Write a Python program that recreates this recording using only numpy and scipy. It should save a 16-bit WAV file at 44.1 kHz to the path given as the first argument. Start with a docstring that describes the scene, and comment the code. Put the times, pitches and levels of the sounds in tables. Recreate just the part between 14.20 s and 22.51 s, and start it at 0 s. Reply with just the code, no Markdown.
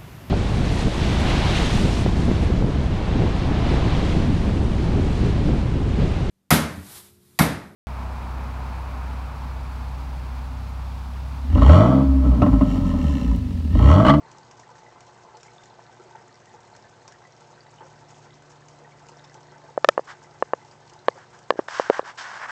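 """In a walled yard a pump hums and a far engine drones while the return pipe of a hydroponic rack
pours into a plastic bucket: churning bubbles, a hollow gurgle, fine spray. Gulps break through, each
dragging a surge of bubbles down with it, among bright plinks and splashes. From about 5.6 s, over the
running water, fingers knock on the case that holds the microphone, hard enough to overload it.
Their skin slides over the case in short strokes, which crowd into the last second."""
import sys
import numpy as np
from scipy import signal
from scipy.fft import rfft, irfft, next_fast_len
from scipy.io import wavfile

SR = 44100
rng = np.random.default_rng(int(sys.argv[2]) if len(sys.argv) > 2 else 0)


def waveform_to_disk(signal):
    """Save audio, clipped to [-1, 1], as 16-bit WAV at the path in sys.argv[1]."""
    frames = np.transpose(np.atleast_2d(signal))
    scaled = np.clip(frames, -1, 1) * 32767
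    samples = np.round(scaled).astype(np.int16)
    wavfile.write(sys.argv[1], SR, samples)


N = 366459
TIME = np.arange(N) / SR

# even wash of pour and yard, blurred by the walls: (frequency [Hz], relative level [dB])
YARD_TONE = [(20, -13.5), (45, -3), (80, 0.5), (170, 6), (270, 2), (500, 4.5), (950, 4), (1300, -4),
             (1800, -5), (2700, -9.5), (5000, -13), (8000, -15.5)]
# pump, louder where the walls reinforce it: (time [s], relative level [dB])
PUMP_FADER = [(0, -61.5), (1.1, -70.5), (1.9, -63.5), (2.55, -70.5), (3.8, -56.5), (5.1, -56), (7.3, -63),
              (7.9, -75)]
# partials of the pump's hum: (multiple of the pitch, relative level [dB])
PUMP_PARTIALS = [(.5, -18), (1, 0), (1.5, -23), (2, -12), (2.5, -18)]
# partials of its mains buzz: (multiple of the pitch, level [dB])
MAINS_PARTIALS = [(1, -65.5), (3, -68), (4, -73), (5, -77.5), (6, -68.5)]
# far engine, unevenly running down: (time [s], firing rate [Hz], relative level [dB])
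ENGINE_RUN = [(0, 112.9, -57), (.9, 113.7, -66), (1.6, 113.6, -62), (2.0, 104.2, -73), (2.5, 105, -57),
              (3.1, 107.7, -66), (3.8, 110.6, -56), (5.2, 108, -70), (6.3, 102.4, -61.5), (8.3, 102.4, -68)]
# weight of the churning bubbles by pitch: (pitch [Hz], relative level [dB])
CHURN_TONE = [(300, -8.5), (450, -16.5), (700, 2.5), (950, 3), (1280, -5.5), (1800, -1), (2600, -19),
              (4000, -7), (6000, -21)]
# resonances of the air above the water in the bucket: (frequency [Hz], width [Hz], boost [dB])
BUCKET_MODES = [(355, 35, 6.5), (493, 26, 9), (888, 31, 1), (1433, 120, 4.5)]
# the bucket's hollow note, clearest when its mouth faces the microphone: (time [s], level [dB])
GURGLE_FADER = [(0, -58.5), (.85, -59.5), (1.2, -64), (2.6, -77), (8.3, -63)]
# ticks of fine spray: (frequency [Hz], relative level [dB])
SPRAY_TONE = [(1200, 1), (2000, -2.5), (2800, 2), (4000, -8), (5000, 3), (6500, 4.5), (8000, -1.5),
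              (10000, -6.5)]
# large air pockets pulled under: (time [s], relative level [dB], pitch [Hz], surge trim [dB])
GULP_CUES = [(0.048, -33, 885, -3), (0.17, -37, 900, -9), (0.491, -32.5, 953, -2), (0.76, -35, 990, 2),
             (0.869, -40.5, 970, 0), (1.048, -39, 1010, 0), (1.142, -35, 837, 6), (1.25, -42, 890, 6),
             (1.496, -37.5, 653, 4), (1.585, -40, 653, 8), (1.798, -33, 369, 0), (1.854, -37, 362, -2),
             (1.949, -29, 880, 1), (2.339, -33.5, 820, -6), (2.525, -36.5, 895, 1), (2.64, -46, 650, 11),
             (2.879, -38, 1016, 1), (3.2, -43, 900, 5), (3.329, -42.5, 890, 8), (3.607, -28, 868, -0.5),
             (3.649, -36.5, 527, -11), (3.734, -38, 960, -10), (4.05, -40, 838, 4), (4.272, -41, 354, -15),
             (4.606, -34, 652, 3), (4.891, -34, 905, -4), (5.15, -39.5, 845, 6), (5.313, -33, 350, 0.5),
             (5.359, -37, 887, -2), (5.438, -34, 640, 1), (5.486, -30.5, 867, -3), (6.956, -31.5, 528, 4)]
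# the clearest small bubbles: (time [s], relative level [dB], pitch [Hz])
PLINK_CUES = [(0.0726, -47, 1720), (0.4343, -44, 1810), (0.555, -46, 1780), (0.664, -44, 1970),
              (1.282, -43.5, 2180), (1.3824, -43, 3540), (1.4331, -48, 3560), (2.5516, -47, 1790),
              (2.923, -45, 1680), (3.052, -44.5, 1953), (3.4067, -40.5, 4630), (3.585, -46, 2960),
              (4.6466, -48, 1850), (5.0427, -42.5, 5230), (5.096, -49, 1970), (6.5127, -43.5, 4800)]
# the largest drops slapping the surface: (time [s], relative level [dB])
SPLASH_CUES = [(0.115, -41.5), (0.1836, -46), (0.3113, -40.5), (0.3975, -42), (0.806, -42.5),
               (1.1698, -42.5), (1.231, -39), (1.4367, -44), (2.2566, -46), (2.564, -41), (2.8785, -37),
               (2.9218, -42), (4.4842, -43), (4.8865, -40), (5.1425, -41), (6.0374, -46), (6.6965, -42.5),
               (6.7354, -43.5), (7.1891, -42.5)]
# fingers on the case: (time [s], strength [dB], contact brightness [Hz], pitch ratio set by the grip)
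KNOCK_CUES = [(5.5767, 21, 784, 1.19), (5.6454, 25.5, 1360, 1.18), (5.688, 36.5, 1396, 1.23),
              (5.7781, 19.5, 1030, 1), (5.7933, 14, 790, 1.06), (6.2245, 19.5, 1068, 0.99),
              (6.3346, 19.5, 1035, 0.98), (6.8836, 26, 1100, .98), (7.3054, 25.5, 1206, 0.96),
              (7.323, -1, 665, 0.56), (7.338, -7, 600, 0.6), (7.3566, -4, 600, 0.61),
              (7.391, 18, 586, 0.59), (7.3948, 11, 950, 1.04), (7.485, 1.5, 2050, 1.34),
              (7.5975, 20.5, 970, 1.02), (7.6992, 29, 720, 0.8), (7.7067, 16, 770, 1.15),
              (7.7939, 17, 970, 0.99), (7.829, -7, 660, 0.67)]
# resonances of the case: (frequency [Hz], width [Hz], boost [dB], share of the grip's pitch shift)
CASE_MODES = [(519, 154, 9.5, 0.52), (1120, 194, 7.5, 0.69), (1762, 160, 12.5, 0.074),
              (2840, 210, 18, 0.85), (4730, 1220, 11, 0.56)]
# colour of the crunch that overload adds: (frequency [Hz], gain [dB])
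OVERLOAD_TONE = [(60, -18), (160, -11), (350, 0), (7000, 0), (8500, -10), (16000, -8)]
# skin sliding over the case: (time [s], swell [s], length [s], level [dB], hiss against the rub [dB])
STROKE_CUES = [(5.863, .015, .022, -41, -16), (5.877, .025, 0.033, -37.5, -11.5),
               (6.94, 0.039, 0.1, -52.5, -14), (7.114, 0.022, 0.043, -51.5, -12),
               (7.358, .02, 0.04, -47, -11.5), (7.479, 0.0035, 0.22, -37.5, -9.5),
               (7.502, .04, 0.12, -37, -6), (7.698, 0.036, 0.087, -32.5, -14.5),
               (7.816, 0.047, 0.087, -39, -12), (7.969, 0.012, 0.053, -36.5, -4.5),
               (8.014, 0.028, 0.19, -37, -12), (8.189, 0.03, 0.061, -31.5, -22),
               (8.264, 0.025, .04, -32.5, -21)]
# hollow rub through the case: (frequency [Hz], relative level [dB])
RUB_TONE = [(100, -27.5), (350, -28), (550, -11), (800, -4.5), (1050, 0.5), (1300, -1.5), (1600, 2.5),
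            (1900, -5), (2300, -13), (3000, -24), (4500, -34)]
# hiss of the skin: (frequency [Hz], relative level [dB])
HISS_TONE = [(1500, -28.5), (2400, -5), (3000, 2), (3900, -3), (5200, 2), (6500, -4.5), (8000, -9),
             (10000, -30.5)]


def from_db(db):
    """Decibels to gain."""
    return 10 ** (np.asarray(db) / 20)


def unit_rms(x):
    """Scale to rms 1."""
    return x / np.sqrt(np.mean(x ** 2) + 1e-20)


def automation(rows):
    """Each column of a timed curve, at every sample."""
    times, *columns = np.transpose(rows)
    return [np.interp(TIME, times, column) for column in columns]


def db_at(tone, hz):
    """Read a tone curve on a log-frequency axis."""
    known_hz, db = np.transpose(tone)
    return np.interp(np.log(hz + 1e-3), np.log(known_hz), db)


def colour(x, tone):
    """Equalise with a tone curve; rms 1."""
    size = next_fast_len(N)
    hz = np.arange(size // 2 + 1) * SR / size
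    return unit_rms(irfft(rfft(x, size) * from_db(db_at(tone, hz)), size)[:N])


def drift(rate_hz):
    """Smooth random wander of spread 1."""
    hop, settle = 40, 2000
    pole = np.exp(-2 * np.pi * hop * rate_hz / SR)
    noise = rng.standard_normal(N // hop + settle + 2)
    slow = signal.lfilter([1], [1, -2 * pole, pole * pole], noise)[settle:]
    return np.interp(np.arange(N) / hop, np.arange(len(slow)), unit_rms(slow))


def band_pass(x, hz, kind, order):
    """Pass the band below ("low") or above ("high") a corner."""
    return signal.sosfilt(signal.butter(order, hz, kind, fs=SR, output="sos"), x)


def resonate(x, modes):
    """Pass a signal through a chain of resonant peaks."""
    for hz, width, boost_db in modes:
        damping, tuning = np.pi * width / SR, -2 * np.cos(2 * np.pi * hz / SR)
        peak = damping * from_db(boost_db)
        x = signal.lfilter([1 + peak, tuning, 1 - peak], [1 + damping, tuning, 1 - damping], x)
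    return x


def add(out, start_s, sound):
    """Mix a short sound in at its cue."""
    at = int(np.clip(round(start_s * SR), 0, N - 1))
    out[at:at + len(sound)] += sound[:N - at]


def reflections(x, t60, wet_db):
    """Add dense, dying echoes off nearby surfaces."""
    t = TIME[:SR // 2]
    tail = rng.standard_normal(len(t)) * from_db(-60 * t / t60) * (t > .002)
    return x + from_db(wet_db) * signal.fftconvolve(x, tail / np.linalg.norm(tail))[:N]


def yard_air(level_db):
    """The bed: the walls blur pour and yard into an even wash."""
    return from_db(level_db) * colour(rng.standard_normal(N), YARD_TONE)


def hum(hz, partials, wobble, wobble_hz):
    """Partials on a common pitch, which wanders by the fraction `wobble`."""
    pitch = hz * (1 + wobble * drift(wobble_hz))
    phase = 2 * np.pi * np.cumsum(pitch) / SR
    return sum(from_db(db) * np.sqrt(2) * np.sin(multiple * phase + rng.uniform(0, 2 * np.pi))
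               for multiple, db in partials)


def pump(motor_hz, mains_hz, whine_hz):
    """The pump's hum swells and sinks beside its mains buzz and a thin whine."""
    fader_db, = automation(PUMP_FADER)
    motor = from_db(fader_db - 1 + .42 * drift(3.3)) * hum(motor_hz, PUMP_PARTIALS, .0016, 2.54)
    buzz = from_db(1.265 * drift(.72)) * hum(mains_hz, MAINS_PARTIALS, .00055, 1.25)
    whine = from_db(-72.5 + 1.2 * drift(.88)) * hum(whine_hz, [(1, 0)], .00046, 2.7)
    return motor + buzz + whine


def far_engine():
    """A distant engine drones at its firing rate and the octave above."""
    firing_hz, fader_db = automation(ENGINE_RUN)
    gain = from_db(fader_db + .8 * drift(5))
    return gain * hum(firing_hz, [(1, -6), (2, -13.5)], wobble=.0058, wobble_hz=6.8)


def bubble(hz, cycles, rise):
    """A bubble rings down 60 dB in so many cycles, its pitch rising as it nears the surface."""
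    t = TIME[:int(cycles / hz * SR) + 2]
    age = t * hz / cycles
    envelope = from_db(-60 * age) * (1 - np.exp(-2 * hz * t))
    return envelope * np.sin(2 * np.pi * hz * t * (1 + rise * age / 2))


def churn(count, cycles, spread_db):
    """The stream drags a cloud of bubbles of all sizes under the surface."""
    out = np.zeros(N)
    for when, pitch, strength, life, rise in rng.random((count, 5)):
        hz = 300 * 20 ** pitch
        gain = from_db(db_at(CHURN_TONE, hz) + spread_db * min(-np.log(strength), 2.5))
        ring_cycles = cycles * (.5 + life) * np.sqrt(hz / 1000)  # small bubbles ring for more cycles
        add(out, when * N / SR, gain * bubble(hz, ring_cycles, .19 * rise))
    return unit_rms(resonate(out, BUCKET_MODES))


def gurgle(count, centre_hz, spread_octaves, waver_db):
    """Bubbles of nearly one size keep the air in the bucket ringing: a hollow, wavering note."""
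    waver = from_db(waver_db * drift(5))
    out = np.zeros(N)
    for when, pitch, strength in rng.random((count, 3)):
        hz = centre_hz * 2 ** (spread_octaves * (pitch - .5))
        add(out, when * N / SR, (.5 + strength) * bubble(hz, cycles=37, rise=.04))
    fader_db, = automation(GURGLE_FADER)
    return waver * from_db(fader_db) * unit_rms(out)


def spray(per_s, spread_db, clump_db):
    """Fine droplets tick on the water in little showers."""
    landings = rng.random(N) < per_s / SR
    strength = from_db(spread_db * np.minimum(rng.exponential(1, N), 4) + clump_db * drift(41))
    return colour(landings * strength * rng.choice([-1, 1], N), SPRAY_TONE)


def drops(count, loudest_db, range_db):
    """Stray drops land one by one; each traps a tiny bubble that ticks at a pitch of its own."""
    out = np.zeros(N)
    for when, pitch, softness, life in rng.random((count, 4)):
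        tick = bubble(3200 + 4500 * pitch, cycles=5 + 24 * life ** 2, rise=.1)
        add(out, when * N / SR, from_db(loudest_db - range_db * softness) * tick)
    return out


def gulps(body_db, shard_db, ring_s, shard_count):
    """A big bubble rings, and breaks into a few weaker ones that sound the bucket."""
    body, shards = np.zeros(N), np.zeros(N)
    for start_s, db, hz, _ in GULP_CUES:
        add(body, start_s, from_db(db + body_db) * bubble(hz, cycles=ring_s * hz, rise=.37))
        for lag, pitch in rng.random((shard_count, 2)):
            shard = bubble(380 + 1000 * pitch ** 1.4, cycles=15, rise=.17)
            add(shards, start_s + .037 * lag ** 2, from_db(db + shard_db) * shard)
    return body + resonate(shards, BUCKET_MODES)


def surges(trim_db, attack_s, decay_s):
    """Envelope of the bubble cloud that each gulp drags down: a quick swell that dies away."""
    out, t = np.zeros(N), TIME[:SR // 2]
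    swell = (1 - np.exp(-t / attack_s)) * np.exp(-t / decay_s)
    for start_s, db, _, surge_db in GULP_CUES:
        add(out, start_s, from_db(db + surge_db + trim_db) * swell)
    return out


def plinks(trim_db, cycles, faint_db, faint_hz, faint_count):
    """Single small bubbles ring clear, with fainter ones at random between them."""
    out = np.zeros(N)
    for start_s, db, hz in PLINK_CUES:
        add(out, start_s, from_db(db + trim_db) * bubble(hz, cycles, rise=.08))
    for when, pitch in rng.random((faint_count, 2)):
        hz = faint_hz * 1.35 ** (pitch - .5)
        add(out, when * N / SR, from_db(faint_db) * bubble(hz, cycles, rise=.08))
    return out


def splashes(t60, trim_db):
    """A larger drop slaps and scatters in a short, bright burst."""
    envelope = np.zeros(N)
    for start_s, db in SPLASH_CUES:
        add(envelope, start_s, from_db(db + trim_db - 60 * TIME[:SR // 10] / t60))
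    return envelope * colour(rng.standard_normal(N), SPRAY_TONE)


def water(churn_db, unrest_db, spray_db):
    """The water bus: a bubbling body and a sparkling top, echoing faintly in the yard."""
    even_flow = from_db(churn_db - unrest_db * drift(12.4))
    flow = np.hypot(even_flow, surges(trim_db=-17, attack_s=.005, decay_s=.022))
    body = flow * reflections(churn(count=5500, cycles=16.4, spread_db=2), t60=.039, wet_db=-4)
    body += gurgle(count=1200, centre_hz=954, spread_octaves=.5, waver_db=2)
    body += gulps(body_db=-10, shard_db=-14, ring_s=.092, shard_count=6)
    mist = spray(per_s=3000, spread_db=4, clump_db=4.8)
    top = from_db(spray_db) * reflections(mist, t60=.012, wet_db=-5)
    top += drops(count=300, loudest_db=-39.5, range_db=12.5)
    top += splashes(t60=.029, trim_db=-3)
    top += plinks(trim_db=-.5, cycles=71, faint_db=-48.5, faint_hz=1985, faint_count=12)
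    return reflections(body + top, t60=.18, wet_db=-7)


def knocks(low_cut_hz, high_cut_hz):
    """A soft fingertip gives one rounded push; the case rings briefly, its modes bent by the grip."""
    out = np.zeros(N)
    for start_s, db, contact_hz, grip in KNOCK_CUES:
        push = band_pass(from_db(db) * signal.unit_impulse(SR // 20), contact_hz, "low", order=4)
        push = band_pass(push, low_cut_hz * grip ** 1.02, "high", order=2)
        push = band_pass(push, high_cut_hz, "low", order=1)
        modes = [(hz * grip ** share, width, boost_db) for hz, width, boost_db, share in CASE_MODES]
        add(out, start_s, resonate(push, modes))
    return out


def slide(grain_db, sag_db_per_s, hiss_fade_db_per_s, release_db_per_s):
    """Skin catches and slips in tiny steps: each stroke swells to a hollow rub, hissing most early on."""
    rub_power, hiss_power, t = np.zeros(N), np.zeros(N), TIME[:SR // 2]
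    for start_s, swell_s, length_s, db, hiss_db in STROKE_CUES:
        swell = np.minimum(t / swell_s, 1) ** 2
        release_db = release_db_per_s * np.maximum(t - length_s, 0)
        stroke = swell * from_db(db - sag_db_per_s * t - release_db)
        add(rub_power, start_s, stroke ** 2)
        add(hiss_power, start_s, (stroke * from_db(hiss_db - hiss_fade_db_per_s * t)) ** 2)
    slips = rng.standard_normal(N) * from_db(grain_db * drift(160))
    return np.sqrt(rub_power) * colour(slips, RUB_TONE) + np.sqrt(hiss_power) * colour(slips, HISS_TONE)


def scene():
    """The mono mix: water and machines over the air of the yard, with the fingers right up close."""
    mix = yard_air(level_db=-56.5)
    mix += water(churn_db=-58, unrest_db=.3, spray_db=-65.5)
    mix += pump(motor_hz=146.5, mains_hz=119.9, whine_hz=1522)
    mix += far_engine()
    mix += knocks(low_cut_hz=400, high_cut_hz=1808)
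    mix += slide(grain_db=1.5, sag_db_per_s=7.5, hiss_fade_db_per_s=18.5, release_db_per_s=514)
    return mix[None]


def record(dry):
    """A narrow-band microphone path that saturates on the knocks; then a steep cut takes off the top."""
    stopband_hz, ceiling, high_cut_hz = 9700, .7, 16300
    narrow = signal.sosfilt(signal.cheby2(10, 60, stopband_hz, fs=SR, output="sos"), dry)
    clipped = narrow / (1 + (narrow / ceiling) ** 10) ** (1 / 10)
    size = next_fast_len(N + SR // 10)
    hz = np.arange(size // 2 + 1) * SR / size
    crunch = rfft(clipped - narrow, size) * from_db(db_at(OVERLOAD_TONE, hz))
    high_cut = 1 / np.sqrt(1 + (hz / high_cut_hz) ** 160)
    return irfft((rfft(narrow, size) + crunch) * high_cut, size)[:, :N]


dry = scene()
out = record(dry)
waveform_to_disk(out)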